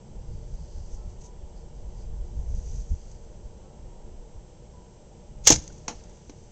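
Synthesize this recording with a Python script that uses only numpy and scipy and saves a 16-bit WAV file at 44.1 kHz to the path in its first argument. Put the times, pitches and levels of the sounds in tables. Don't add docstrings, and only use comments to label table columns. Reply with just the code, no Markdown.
import sys
import numpy as np
from scipy import signal
from scipy.fft import rfft, irfft
from scipy.io import wavfile
from scipy.ndimage import uniform_filter1d

SR = 44100
rng = np.random.default_rng(int(sys.argv[2]) if len(sys.argv) > 2 else 0)


def invert_db(level):
    return 10 ** (np.asarray(level, dtype=float) / 20)


def wav_record(signal):
    frames = np.transpose(np.atleast_2d(signal))
    bounded = np.clip(frames, -1, 1)
    quanta = np.round(bounded * 32767).astype(np.int16)
    wavfile.write(sys.argv[1], SR, quanta)


N = 287443
T = np.arange(N) / SR
RELEASE_S = 5.47


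def level(x, db):
    return x * invert_db(db) / np.sqrt(np.mean(x ** 2))


def colour(x, points):
    hz, db = np.transpose(points)
    grid_hz = np.linspace(1, SR / 2, 2049)
    shape_db = np.interp(np.log(grid_hz), np.log(hz), db)
    cepstrum = irfft(np.log(invert_db(shape_db)))
    cepstrum[1:2048] *= 2
    cepstrum[2049:] = 0
    response = irfft(np.exp(rfft(cepstrum)))[:2048]
    return signal.fftconvolve(x, response / np.sqrt(np.sum(response ** 2)))[:N]


def band(lo_hz, hi_hz):
    sos = signal.butter(3, [lo_hz, hi_hz], "band", fs=SR, output="sos")
    return level(signal.sosfilt(sos, rng.standard_normal(N)), 0)


def walk(rate):
    hold = int(SR / rate)
    steps = np.repeat(rng.standard_normal(N // hold + 1), hold)
    smooth = uniform_filter1d(uniform_filter1d(steps, hold), hold)
    return 1.3 * smooth[:N]


def swells(times, dbs, rises, fades):
    rises, fades = np.maximum(rises, 1e-3), np.maximum(fades, 1e-3)
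    s, db, rise, fade = (v[:, None] for v in np.broadcast_arrays(times, dbs, rises, fades))
    t = T[::50]
    drop_db = 20 * np.maximum((s - t) / rise, (t - s) / fade)
    return np.interp(T, t, invert_db(np.max(db - drop_db, axis=0)))


def bursts(rows, rise=0.00061):
    out, age = np.zeros(N + SR), T[:SR // 4]
    for s, db, t60 in rows:
        start = int(s * SR)
        decay = np.exp(-np.log(1000) * age / t60)
        out[start:start + len(age)] += invert_db(db) * (1 - np.exp(-age / rise)) * decay
    return out[:N]


def cracks(rows, points):
    ringing = colour(rng.standard_normal(N), points)
    ringing /= uniform_filter1d(np.abs(ringing), size=36) + .12
    fronts = np.zeros(N)
    for s, db, _ in rows:
        fronts[int(s * SR)] += 0.68 * invert_db(db)
    return .46 * ringing * bursts(rows, rise=.0003) + colour(fronts, points)


# frequency in Hz, strength in dB per Hz.
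TRAFFIC_COLOUR = [(65, -25.5), (110, -7), (161, -1.5), (231, -3.5), (252, -16.5), (354, -4.5), (422, -10.5),
                  (456, -3), (549, -11), (605, -5.5), (646, -16), (840, -12.5), (969, -16.5), (1060, -24),
                  (1500, -34.5), (1950, -57), (3300, -120)]
# frequency in Hz, strength in dB per Hz.
HISS_COLOUR = [(820, -30), (1400, -5.5), (2650, -7.5), (3100, -4.5), (3700, -9), (5000, -7.5), (6240, -2),
               (7100, -6), (7700, -12.5), (8050, -18.5), (8660, -26.5), (9000, -39), (11700, -60),
               (19800, -120)]
TRAFFIC_DB, HISS_DB = -52, -66


def suburb():
    traffic = level(colour(rng.standard_normal(N), TRAFFIC_COLOUR), TRAFFIC_DB) * invert_db(0.69 * walk(2.3))
    return traffic + level(colour(rng.standard_normal(N), HISS_COLOUR), HISS_DB)


# frequency in Hz, level in dB, loss in dB from one side line to the next.
WHINE_LINES = [(7598, -75.5, 7), (7656.2, -77, 11), (8343.8, -88, 10), (8402, -88, 9)]
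# frequency in Hz, level in dB.
LONE_TONES = [(2860, -91), (4740, -92), (4796, -91), (6105, -88)]
READ_OUT_HZ = 58.2


def camera():
    lines = [(hz, invert_db(db)) for hz, db in LONE_TONES]
    for k, (hz, db, fade_db) in enumerate(WHINE_LINES):
        direction = -(-1) ** k
        for side in range(4):
            flip = (-1) ** side
            lines.append((hz + direction * side * READ_OUT_HZ, flip * invert_db(db - fade_db * side)))
    return sum(np.sqrt(2) * size * np.sin(2 * np.pi * hz * T) for hz, size in lines)


# start in seconds, peak in dB, pitch in Hz, length in seconds.
YAP_EVENTS = [
    (0.95, -70, 1320, 0.19),
    (0.956, -65, 1044, .1),
    (1.2, -61.5, 978, 0.15),
    (3.627, -71.5, 1310, 0.16),
    (3.608, -67, 1108, 0.084),
    (3.877, -61, 944, 0.17),
    (4.725, -57.5, 980, 0.15),
    (5.701, -52, 1480, 0.0058),
]


def dog():
    waver = 2 * np.pi * np.cumsum(.012 * walk(90)) / SR
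    out = np.zeros(N)
    for s, db, hz, length in YAP_EVENTS:
        age = np.maximum(T - s, 0) / (length / 3)
        swell = np.e * age * np.exp(-age)
        out += invert_db(db) * swell * np.sin(hz * (2 * np.pi * T + waver))
    return out


# loudest moment in seconds, flutter level in dB,
# fade in seconds per 20 dB (below zero: sudden), rumble level in dB.
GUST_EVENTS = [(.22, -39, 0.35, -47), (.35, -32, 0.3, -41), (.54, -33.5, 0.36, -46), (.8, -32, 0.24, -52),
               (.95, -33.5, 0.2, -54), (1.07, -31.5, 0.18, -50), (1.2, -38.5, 0.26, -50.5),
               (1.42, -37.5, 0.34, -58), (1.7, -37, -0.7, -56), (1.84, -34.5, 0.37, -51.5),
               (2.12, -30, 0.43, -49), (2.382, -26, 0.16, -40.5), (2.539, -25.5, 0.2, -40.5),
               (2.749, -28, 0.2, -40), (2.919, -21, 0.05, -33.5), (3.14, -41, 0.6, -60),
               (3.42, -39, 0.3, -57), (3.85, -41, 0.23, -54), (4.08, -42, 0.5, -59),
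               (4.36, -34.5, 0.05, -50), (4.72, -52.5, 0.5, -53.5), (4.91, -45.5, -0.2, -54),
               (5.4, -43.5, 0.7, -54), (5.53, -30.5, 0.11, -27.5), (5.72, -44.5, 0.33, -51),
               (5.96, -44, 0.3, -62.5), (6.09, -42.5, .12, -53), (6.36, -45, .2, -55)]
GUST_RISE_SHARE = .8
BREEZE_DB, BREEZE_RUMBLE_DB = -55.5, -59


def wind():
    s, flutter_db, fade, rumble_db = np.transpose(GUST_EVENTS)
    rise = GUST_RISE_SHARE * fade
    flutter = (invert_db(BREEZE_DB) + swells(s, flutter_db, rise, fade)) * band(10.0, 58.7)
    rumble = (invert_db(BREEZE_RUMBLE_DB) + swells(s, rumble_db, rise, fade)) * band(55, 155.0)
    return flutter + rumble * invert_db(1.2 * walk(25))


# loudest moment in seconds, fine weave level in dB, rise in seconds per 20 dB,
# fade in seconds per 20 dB (zero or less: sudden), broad folds level in dB.
ARM_MOVES = [(.33, -74, .3, 1.5, -72), (.56, -61.5, .2, -0.5, -69), (.8, -62.5, 0.76, 0.5, -65.5),
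             (.945, -56, 0.16, .04, -72), (1.1, -61, 0.034, .07, -73), (1.22, -54.5, 0.045, 0.05, -71),
             (1.262, -52.5, 0.087, 0.03, -72), (1.5, -65.5, .04, 0, -85), (1.58, -71, .1, .1, -69),
             (1.82, -71, .2, -0.5, -72), (2.02, -62, 0.15, 0.07, -65.5), (2.25, -72, .2, 0.7, -76),
             (2.56, -59, .25, 0.6, -70), (2.72, -55.5, 0.49, 0.63, -69), (3.1, -63.5, 0.56, 0.3, -69.5),
             (3.25, -64.5, .1, 0, -71.5), (5.62, -68, .03, .5, -67), (5.78, -66.5, .3, 2, -77.5),
             (5.96, -61, .3, .3, -66.5), (6.1, -64.5, .2, 2, -76)]
# start in seconds, peak in dB, time to fade by 60 dB in seconds.
CREASES = [(0.6864, -61, 0.025), (0.9174, -52, 0.025), (1.2141, -47, 0.023), (1.2364, -45, 0.027),
           (2.5494, -42, 0.016), (2.658, -57, 0.025), (2.7412, -47, 0.025), (3.114, -45, 0.025),
           (5.6389, -35, 0.015), (5.6772, -24, 0.013), (5.7244, -43.5, 0.028), (5.7793, -49, 0.05),
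           (6.037, -45, 0.025), (6.0943, -42, 0.027)]
# frequency in Hz, strength in dB per Hz.
WEAVE_COLOUR = [(900, -46.5), (1600, -19), (3200, -17.5), (4500, -13.5), (5230, -10.5), (5980, 2),
                (6660, -0.5), (7900, -12.5), (8670, -28), (9000, -33), (11700, -61.5), (19800, -120)]


def rustle():
    grain = invert_db(walk(300) + walk(40))
    s, fine_db, rise, fade, folds_db = np.transpose(ARM_MOVES)
    fine = swells(s, fine_db, rise, fade) + 0.47 * bursts(CREASES)
    weave = colour(level(grain * rng.standard_normal(N), 0) * fine, WEAVE_COLOUR)
    folds = swells(s, folds_db, rise, fade) * level(grain * band(4300, 5300), 0)
    return weave + folds


# loudest moment in seconds, level in dB.
SCUFF_EVENTS = [
    (5.6, -72),
    (5.95, -66.5),
    (6.3, -74),
]
SCUFF_RISE_S, SCUFF_FADE_S = .3, 0.91


def settling():
    s, db = np.transpose(SCUFF_EVENTS)
    scuffs = swells(s, db, SCUFF_RISE_S, SCUFF_FADE_S) * (T > RELEASE_S)
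    return scuffs * invert_db(2 * walk(150)) * band(900, 3800)


# start in seconds, peak in dB, time to fade by 60 dB in seconds.
LANDINGS = [
    (5.8800, -18, 0.013),
    (5.8815, -16.5, 0.015),
    (5.8850, -28, 0.14),
    (5.9100, -41, 0.016),
    (6.2955, -37.5, 0.042),
]
# frequency in Hz, strength in dB per Hz.
LANDING_COLOUR = [(530, -29), (900, -1), (1310, -11.5), (3000, -4), (3530, -13), (4080, -5), (4630, -8.5),
                  (6490, 5), (9000, -40), (11700, -66), (19800, -120)]


def bounces():
    return cracks(LANDINGS, LANDING_COLOUR)


# start in seconds, level in dB, contact time in seconds, chatter time in seconds,
# pitch of the struck panel in Hz.
BALL_BLOWS = [
    (5.4750, -29, 0.00035, 0.0023, 850),
    (5.5035, -4.5, .0003, .0006, 340),
    (5.5075, -7.5, 0.00023, .008, 860),
    (5.5200, -16, .0007, .004, 310),
    (5.8825, -21, .0003, .005, 640),
    (5.8930, -26.5, .0002, 0.0089, 830),
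    (5.9090, -26, .0004, 0.016, 620),
    (6.2963, -24.5, 0.00094, 0.0014, 389),
]
# frequency in Hz, level in dB, time to fade by 60 dB in seconds.
BOX_MODES = [(79.5, -17, 0.071), (150, -17.5, .12), (247, -5, 0.078), (304, 0, .09), (384, -4.5, 0.053),
             (484, -7, 0.093), (568, -12, .06), (696, -5, 0.069), (851, 0, 0.043), (1050, -7.5, 0.038),
             (1320, -8.5, 0.03), (1670, -8.5, .03), (2150, -6.5, 0.056), (2900, 0, 0.044)]
RING_SHARE = 0.84


def box():
    out, t = np.zeros(N + SR), T[:SR // 4]
    hz, db, t60 = np.array(BOX_MODES).T[:, :, None]
    spots = rng.standard_normal((len(BALL_BLOWS), len(BOX_MODES), 1))
    grits = rng.standard_normal((len(BALL_BLOWS), len(t)))
    decay = np.exp(-np.log(1000) * t / (t60 * RING_SHARE))
    for (s, blow_db, contact, chatter, panel_hz), spot, grit in zip(BALL_BLOWS, spots, grits):
        ring = invert_db(db + 1.5 * spot) * np.sin(2 * np.pi * hz * (1 + 0.018 * spot) * t) * decay
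        soft = 1 / (1 + (2 * hz * contact) ** 2)
        soft = soft / (1 + (2.6 * np.log(hz / panel_hz)) ** 2 + (0.36 * panel_hz / hz) ** 4)
        push = 0.097 * grit * np.exp(-t / chatter)
        push[0] = 1
        thud = signal.fftconvolve((ring * soft).sum(axis=0), push)[:len(t)]
        start = int(s * SR)
        out[start:start + len(t)] += 0.44 * invert_db(blow_db) * thud
    return signal.sosfilt(signal.butter(2, 120, "high", fs=SR, output="sos"), out[:N])


# start in seconds, peak in dB,
# time to fade by 60 dB in seconds.
BAND_SLAPS = [(5.447, -34.5, 0.01), (5.4532, -25, 0.018), (5.4660, -18, .03), (5.4714, 2.5, .025),
              (5.4730, -1, .022), (5.4746, -1, .012), (5.4772, 0, .007), (5.4790, 0, .007),
              (5.4807, 2, .01), (5.4843, 0, .011), (5.4904, 0, .009), (5.4925, -5, .008),
              (5.4940, -6, .012), (5.5023, 3, .014), (5.5043, -1, .011), (5.5067, -2, .009),
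              (5.5212, -5, .025), (5.5230, -3, .012), (5.512, -10, 0.029), (5.516, -8, 0.022),
              (5.5275, -11.5, 0.04), (5.538, -13, 0.017), (5.5455, -20, 0.024), (5.5545, -21, 0.016),
              (5.5603, -13.5, 0.013)]
# frequency in Hz, strength in dB per Hz.
BAND_COLOUR = [(59, -48), (100, -35), (534, -8.5), (695, -24.5), (855, -9), (1090, -20.5), (1850, -16.5),
               (3650, -12.5), (4660, -10), (6660, 4), (9000, -31.5), (11700, -45.5), (19800, -120)]
CLIMB_S, FLAP_S, RUSH_FADE_S, RUSH_DB = .018, 0.053, .055, -22.5


def bands():
    before = (RELEASE_S - T) / CLIMB_S
    after = (T - RELEASE_S - FLAP_S) / RUSH_FADE_S
    drop = np.maximum(np.maximum(before, after), 0)
    air = rng.standard_normal(N) * invert_db(RUSH_DB - 20 * drop) * invert_db(3.5 * walk(400))
    return colour(air, BAND_COLOUR) + cracks(BAND_SLAPS, BAND_COLOUR)


# delay in seconds, time to fade by 60 dB in seconds, level in dB.
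ECHOES = [(.008, .3, -21),
          (.06, 0.86, -33)]


def yard_echo(shot):
    t = T[:SR]
    echo = 0
    for delay, t60, db in ECHOES:
        tail = rng.standard_normal(len(t)) * (t > delay) * np.exp(-np.log(1000) * t / t60)
        echo = echo + invert_db(db) * tail / np.sqrt(np.sum(tail ** 2))
    return signal.lfilter([.45], [1, -.55], signal.fftconvolve(shot, echo)[:N])


def scene():
    yard = suburb() + camera() + dog() + wind() + rustle() + settling()
    shot = bounces() + box() + bands()
    return (yard + shot + yard_echo(shot))[None]


def top_cut(x):
    return signal.sosfilt(signal.butter(12, 16500, fs=SR, output="sos"), x)


def record(dry):
    mic_top_hz, clip_level, treble_top_hz = 8950, .72, 16000
    x = signal.sosfilt(signal.ellip(12, .5, 70, mic_top_hz, fs=SR, output="sos"), dry)
    x = np.clip(x, -clip_level, clip_level)
    x = signal.sosfilt(signal.ellip(8, .2, 70, treble_top_hz, fs=SR, output="sos"), x)
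    return top_cut(x)


dry = scene()
out = record(dry)
wav_record(out)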